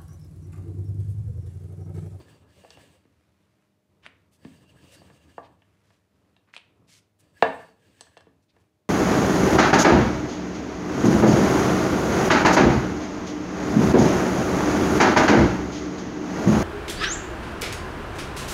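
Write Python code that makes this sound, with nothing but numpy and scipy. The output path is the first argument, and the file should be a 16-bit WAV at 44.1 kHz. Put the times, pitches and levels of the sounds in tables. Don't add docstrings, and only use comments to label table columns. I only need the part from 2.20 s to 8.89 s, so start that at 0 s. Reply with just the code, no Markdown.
import sys
import numpy as np
from scipy import signal
from scipy.fft import rfft, irfft, next_fast_len
from scipy.io import wavfile
from scipy.ndimage import map_coordinates

SR = 44100
rng = np.random.default_rng(int(sys.argv[2]) if len(sys.argv) > 2 else 0)


def master(y):
    cut = np.clip(np.atleast_2d(y).T, -1, 1)
    pcm = np.round(cut * 32767)
    wavfile.write(sys.argv[1], SR, pcm.astype(np.int16))


N = 295029

# f/Hz, relative level/dB
BOARD_RUMBLE = [(25, -23.5), (55, -15), (68, -2.5), (80, 6), (95, 0), (190, -1.5), (233, -11.5),
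                (273, -2.5), (380, -9.5), (546, -12.5), (790, -20), (940, -17), (1300, -20), (2200, -57)]
FLOUR_HISS = [(300, -44.5), (1500, -2), (2600, 7), (3800, 3), (4800, -2), (6000, -3), (7000, -2.5),
              (8500, 0), (10500, -12.5), (13000, -15.5), (15500, -9)]
# f/Hz, relative level/dB
PIN_NOTES = [(555, 0.5), (945, -11.5), (1700, 1.5), (2790, -3), (4580, -7), (6380, -18.5), (8050, -14.5)]
# f/Hz, width/Hz
PIN_NOTE_WIDTHS = [(500, 70), (1700, 110), (4600, 150), (6400, 170), (8000, 400)]
# start t/s, length/s, pressure level/dB, friction level/dB
PIN_STROKES = [(-.3, 0.62, -53.5, -62), (0.263, .46, -58.5, -61.5), (0.561, .3, -62, -65),
               (2.172, 0.4, -58, -64.5), (2.495, 0.73, -57.5, -62.5), (3.033, 0.41, -61, -71),
               (4.982, 0.19, -62, -72), (5.128, 0.46, -63, -59.5), (5.559, 0.49, -62.5, -65)]


def rolling_pin(rub_db=-1, hiss_db=-3, grip_db=5, drift=0.0026, sag=0.045):
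    motion, rumble_gain, rub_gain, hiss_gain = np.zeros((4, N))
    for start, length, pressure_db, friction_db in PIN_STROKES:
        speed = movement(start, length, skew=0.72)
        motion = np.maximum(motion, speed)
        rumble_gain += amp(pressure_db) * speed ** .7
        rub_gain += amp(friction_db) * speed ** .9
        hiss_gain += amp(friction_db) * speed ** 1.1
    rumble = unit(noise(BOARD_RUMBLE) * amp(2.8 * wobble(25)))
    grit = unit(amp(wobble(700) + 1.95 * wobble(30)))
    friction = grit * rng.standard_normal(N)
    rub = np.zeros(N)
    for hz, db in PIN_NOTES:
        width = read_curve(PIN_NOTE_WIDTHS, hz)
        gripped = friction * amp(grip_db * wobble(28))
        rub += amp(db) * filtered(gripped, lambda f: 1j * f * width / (hz * hz - f * f + 1j * f * width))
    bend = drift * wobble(5.3) - sag * (1 - motion) ** 2
    rub = map_coordinates(unit(rub), [np.arange(N) + np.cumsum(bend)], mode="reflect")
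    hiss = grit * noise(FLOUR_HISS)
    return rumble_gain * rumble + amp(rub_db) * rub_gain * rub + amp(hiss_db) * hiss_gain * hiss


# f/Hz, relative level/dB, time to fade by 60 dB/s
WOOD_NOTES = [(80, -28, 0.41), (157.6, -25.5, 0.15), (270.8, -16.5, .3), (443, -6, 0.12), (573, -6, 0.022),
              (635, -7.5, 0.15), (693, -4, 0.064), (841.4, -14.5, 0.14), (955, -14, 0.087),
              (1166, -2, 0.084), (1430, -21.5, .08), (1674, -3.5, 0.07), (1755, -6.5, 0.067),
              (1846, -8, 0.037), (2130, -21, 0.09), (2755, -9.5, 0.04), (2980, -18.5, 0.05),
              (3422, -24.5, 0.033), (3970, -25.5, 0.017), (4660, -33.5, 0.021), (6350, -38, 0.038),
              (7930, -33.5, .03)]
# f/Hz, relative level/dB
CONTACT_COLOUR = [(29, -46.5), (50, -15.5), (150, -11), (330, -1), (520, 1.5), (816, 5.5), (1310, -7),
                  (1840, -6), (2330, -15.5), (2960, -18.5), (4660, -33.5), (5120, -38), (7330, -50),
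                  (8260, -48), (12400, -70.5), (15000, -85.5)]


def wood_blow(ring_db, swell_s=.0008, travel_s=0.002019, skid_db=-13, skid_fade_s=0.015):
    t = np.arange(SR // 3) / SR
    ring = np.zeros(len(t))
    for k, (hz, db, fade_s) in enumerate(WOOD_NOTES):
        fade = amp(db + rng.normal(0, 1) - 60 * t / fade_s)
        ring += (-1) ** k * fade * np.sin(2 * np.pi * hz * t)
    ring *= (1 - np.exp(-t / swell_s)) ** 3
    hit = amp(ring_db) * ring / np.linalg.norm(ring)
    force = np.diff(rng.standard_normal(len(t) + 1)) * amp(skid_db - 60 * t / skid_fade_s)
    force[0] += 1
    contact = signal.fftconvolve(force, pulse(CONTACT_COLOUR))
    add(hit, 0, contact / np.linalg.norm(contact))
    return filtered(hit, lambda hz: np.exp(-4j * np.pi * travel_s * np.sqrt(hz * 1000)))


# t/s, level/dB, favoured f/Hz, boost at that pitch/dB, hardness (treble boost)/dB
BOARD_KNOCKS = [(0.012, -55.5, 265, 26, 23), (0.436, -55, 486, 20, 3), (0.446, -50.5, 570, 10.5, 12),
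                (0.504, -52.5, 5700, 10, 31.5), (0.571, -55.5, 700, 5, 20), (0.585, -63, 600, 10, 6),
                (0.851, -63, 230, 25, 9), (1.864, -62, 293, 22, 2), (2.248, -41, 190, 31.5, 13.5),
                (2.816, -55.5, 513, 12, -3), (2.899, -57.5, 858, -3, 4), (3.179, -36.5, 1080, 3.5, -11),
                (3.419, -66, 2700, 11, 15), (3.703, -65.5, 403, -2, 13), (4.164, -65, 4240, 9.5, 21),
                (4.689, -64, 98, 31.5, 15), (5.223, -13, 649, 5, 8), (5.808, -46.5, 8000, 10.5, 35),
                (5.867, -62, 1680, 18, -5), (5.968, -50, 454, 4.5, 13.5), (5.974, -57.5, 494, -20, 30),
                (6.006, -60, 1540, 7, 31), (6.067, -55, 299.2, 21.5, 4), (6.364, -63.5, 200, 12, 5)]


def knocks(lag_s=0.00034, bass_cut_hz=75):
    hz = np.geomspace(20, SR / 2, 60)
    bass_db = -10 * np.log10(1 + (bass_cut_hz / hz) ** 4)
    out = np.zeros(N)
    for start, db, pitch_hz, boost_db, hard_db in BOARD_KNOCKS:
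        spread_hz = 110 + .28 * pitch_hz
        near_pitch = np.exp(-.5 * ((hz - pitch_hz) / spread_hz) ** 2)
        treble_hz = 1760 * 2 ** (hard_db / 39)
        treble = 1 / (1 + (treble_hz / hz) ** 5)
        hit = wood_blow(ring_db=-3 - .04 * hard_db)
        hit = kitchen_echo(hit, echo_db=-7.5, build_s=0.002)
        colour_db = bass_db + boost_db * near_pitch + hard_db * treble
        hit = signal.fftconvolve(hit, pulse(np.c_[hz, colour_db]))
        add(out, start + lag_s, amp(db) * hit / np.std(hit[:1024]))
    return out


# f/Hz, relative level/dB
WET_SPLAT = [(150, 26), (700, 8), (1500, -9), (2400, 11), (4300, -4), (6000, -17), (9500, 0), (12000, -45),
             (15500, -48)]
# t/s, relative level/dB, f/Hz
DOUGH_SLAPS = [(1.856, -36, 1460), (1.864, -25.5, 2280), (4.339, -29, 1960), (4.355, -35.5, 2500),
               (4.365, -21, 2860), (4.378, -30.5, 3080)]


def dough_slaps(pop_cycles=2.52, splat_db=-15, splat_fade_s=0.042, gain_db=5):
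    t = np.arange(SR // 40) / SR
    splat = noise(WET_SPLAT)
    out = np.zeros(N)
    for start, db, hz in DOUGH_SLAPS:
        rise_and_fall = (1 - np.exp(-4 * t * hz)) * amp(-30 * t * hz / pop_cycles)
        pop = rise_and_fall * np.sin(2 * np.pi * hz * t)
        pop += amp(splat_db - 60 * t / splat_fade_s) * splat[round(start * SR):][:len(t)]
        add(out, start, kitchen_echo(amp(db + gain_db) * pop, echo_db=-9.5))
    return keep_band(out, low_hz=800, high_hz=7000)


# start t/s, length/s, level/dB, lowest f/Hz, highest f/Hz
FLOUR_SWEEPS = [(1.818, 0.065, -55.5, 1080, 3440), (2.103, 0.079, -67.5, 1920, 10500),
                (2.7, .08, -55.5, 1350, 8930), (3.215, 0.07, -63, 1990, 4000),
                (3.618, 0.178, -76, 910, 6700), (4.259, .07, -66.5, 660, 2300),
                (4.325, .045, -56, 1440, 5500), (4.665, 0.15, -59, 1730, 7900),
                (4.982, .045, -65, 2007, 12600), (6.214, 0.041, -75.5, 2200, 8160),
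                (6.277, 0.047, -70, 2140, 4750), (6.384, 0.053, -77.5, 1994, 8800)]


def flour_sweeps(grain_db=3, both_fades_s=0.077):
    out = np.zeros(N)
    grit = unit(amp(grain_db * wobble(900)) * rng.standard_normal(N))
    for start, length, db, low_hz, high_hz in FLOUR_SWEEPS:
        grains = grit[round(start * SR):][:round(length * SR)]
        fade = signal.windows.tukey(len(grains), min(1, both_fades_s / length))
        swish = unit(keep_band(grains, low_hz, high_hz)) * fade
        add(out, start, kitchen_echo(amp(db) * swish, echo_db=-9))
    return out


# f/Hz, relative level/dB
FINGER_RUSTLE = [(290, -41), (500, -10), (619, -5.5), (796, -14), (947, -8.5), (2530, -10.5), (3440, -15.5),
                 (12000, -26.5), (15600, -46), (22000, -120)]
# start t/s, length/s, rustle level/dB, bump level/dB
HAND_TOUCHES = [(.75, .88, -76, -71.5), (1.69, .55, -78, -65), (3.38, .55, -75, -70),
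                (3.91, .42, -76.5, -67), (4.42, .5, -78.5, -64.5), (5.98, .28, -79.5, -68.5),
                (6.33, 0.18, -77.5, -66.5)]


def fingers():
    rustle = unit(noise(FINGER_RUSTLE) * amp(1.7 * wobble(9) + 2.1 * wobble(400)))
    bumps = unit(noise(BOARD_RUMBLE) * amp(1.5 * wobble(20)))
    out = np.zeros(N)
    for start, length, rustle_db, bump_db in HAND_TOUCHES:
        speed = movement(start, length, skew=0.66)
        out += speed ** .6 * (amp(rustle_db) * rustle + amp(bump_db) * bumps)
    return out


# f/Hz, time to fade by 60 dB/s
ECHO_TIMES = [(100, 0.94), (260, 0.34), (700, 0.4), (1840, 0.45), (4850, .32), (12000, 0.26)]


def kitchen_echo(x, echo_db, build_s=0.0014):
    hz, t, bands = signal.stft(rng.standard_normal(SR * 3 // 4), SR, nperseg=256)
    fade = amp(-60 * t / read_curve(ECHO_TIMES, hz)[:, None])
    tail = signal.istft(bands * fade, SR, nperseg=256)[1]
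    tail *= 1 - np.exp(-(np.arange(len(tail)) / SR / build_s) ** 2)
    response = amp(echo_db) * tail / np.linalg.norm(tail)
    response[0] += 1
    return signal.fftconvolve(x, response)


# f/Hz, relative level/dB
ROOM_AIR = [(15, -86), (25, -38.5), (86, -7), (204, -10), (233, -13.5), (305, -14), (389, -15.5),
            (421, -14), (567, -22), (614, -21), (703, -21), (1300, -27), (15500, -42)]
# f/Hz, relative level/dB
APPLIANCE_TONES = [(100.5, -74), (199.2, -78.5), (312, -80.5), (611.5, -80)]


def air_and_hum(air_db=-72.5, hum_db=-1, waver_db=3):
    t = np.arange(N) / SR
    hum = sum(amp(db + waver_db * wobble(2)) * np.sin(2 * np.pi * hz * t + .5 * wobble(3.8))
              for hz, db in APPLIANCE_TONES)
    return amp(air_db) * noise(ROOM_AIR) + amp(hum_db) * hum


def movement(start, length, skew):
    progress = np.clip((np.arange(N) / SR - start) / length, 0, 1)
    return np.abs(np.sin(np.pi * progress ** skew))


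def amp(db):
    return 10 ** (np.asarray(db) / 20)


def unit(x):
    return x / np.sqrt(np.mean(x ** 2) + 1e-20)


def read_curve(points, hz):
    freqs, values = np.transpose(points)
    return np.interp(np.log(hz + 1), np.log(freqs + 1), values)


def wobble(rate):
    return map_coordinates(rng.standard_normal(int(N * rate / SR) + 4), [np.arange(N) * rate / SR])


def filtered(x, response):
    size = next_fast_len(len(x) + SR // 4)
    return irfft(rfft(x, size) * response(np.fft.rfftfreq(size, 1 / SR)), size)[:len(x)]


def keep_band(x, low_hz, high_hz):
    return signal.sosfilt(signal.butter(2, [low_hz, high_hz], "bandpass", fs=SR, output="sos"), x)


def noise(colour):
    return unit(filtered(rng.standard_normal(N), lambda hz: amp(read_curve(colour, hz))))


def pulse(colour, size=2048):
    gains = amp(read_curve(colour, np.fft.rfftfreq(size, 1 / SR)))
    cepstrum = irfft(np.log(gains))
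    cepstrum[1:size // 2] *= 2
    cepstrum[size // 2 + 1:] = 0
    return irfft(np.exp(rfft(cepstrum)))


def add(track, start, sound):
    part = track[round(start * SR):][:len(sound)]
    part += sound[:len(part)]


def scene():
    return (knocks() + dough_slaps() + rolling_pin() + flour_sweeps() + fingers() + air_and_hum())[None]


def record(dry, low_hz=45, top_hz=15600, ceiling=.98):
    thin = signal.sosfilt(signal.butter(2, low_hz, "highpass", fs=SR, output="sos"), dry[0])
    rounded = thin / (1 + np.abs(thin / ceiling) ** 8) ** (1 / 8)
    return filtered(rounded, lambda hz: hz < top_hz)[None]


dry = scene()
out = record(dry)
master(out)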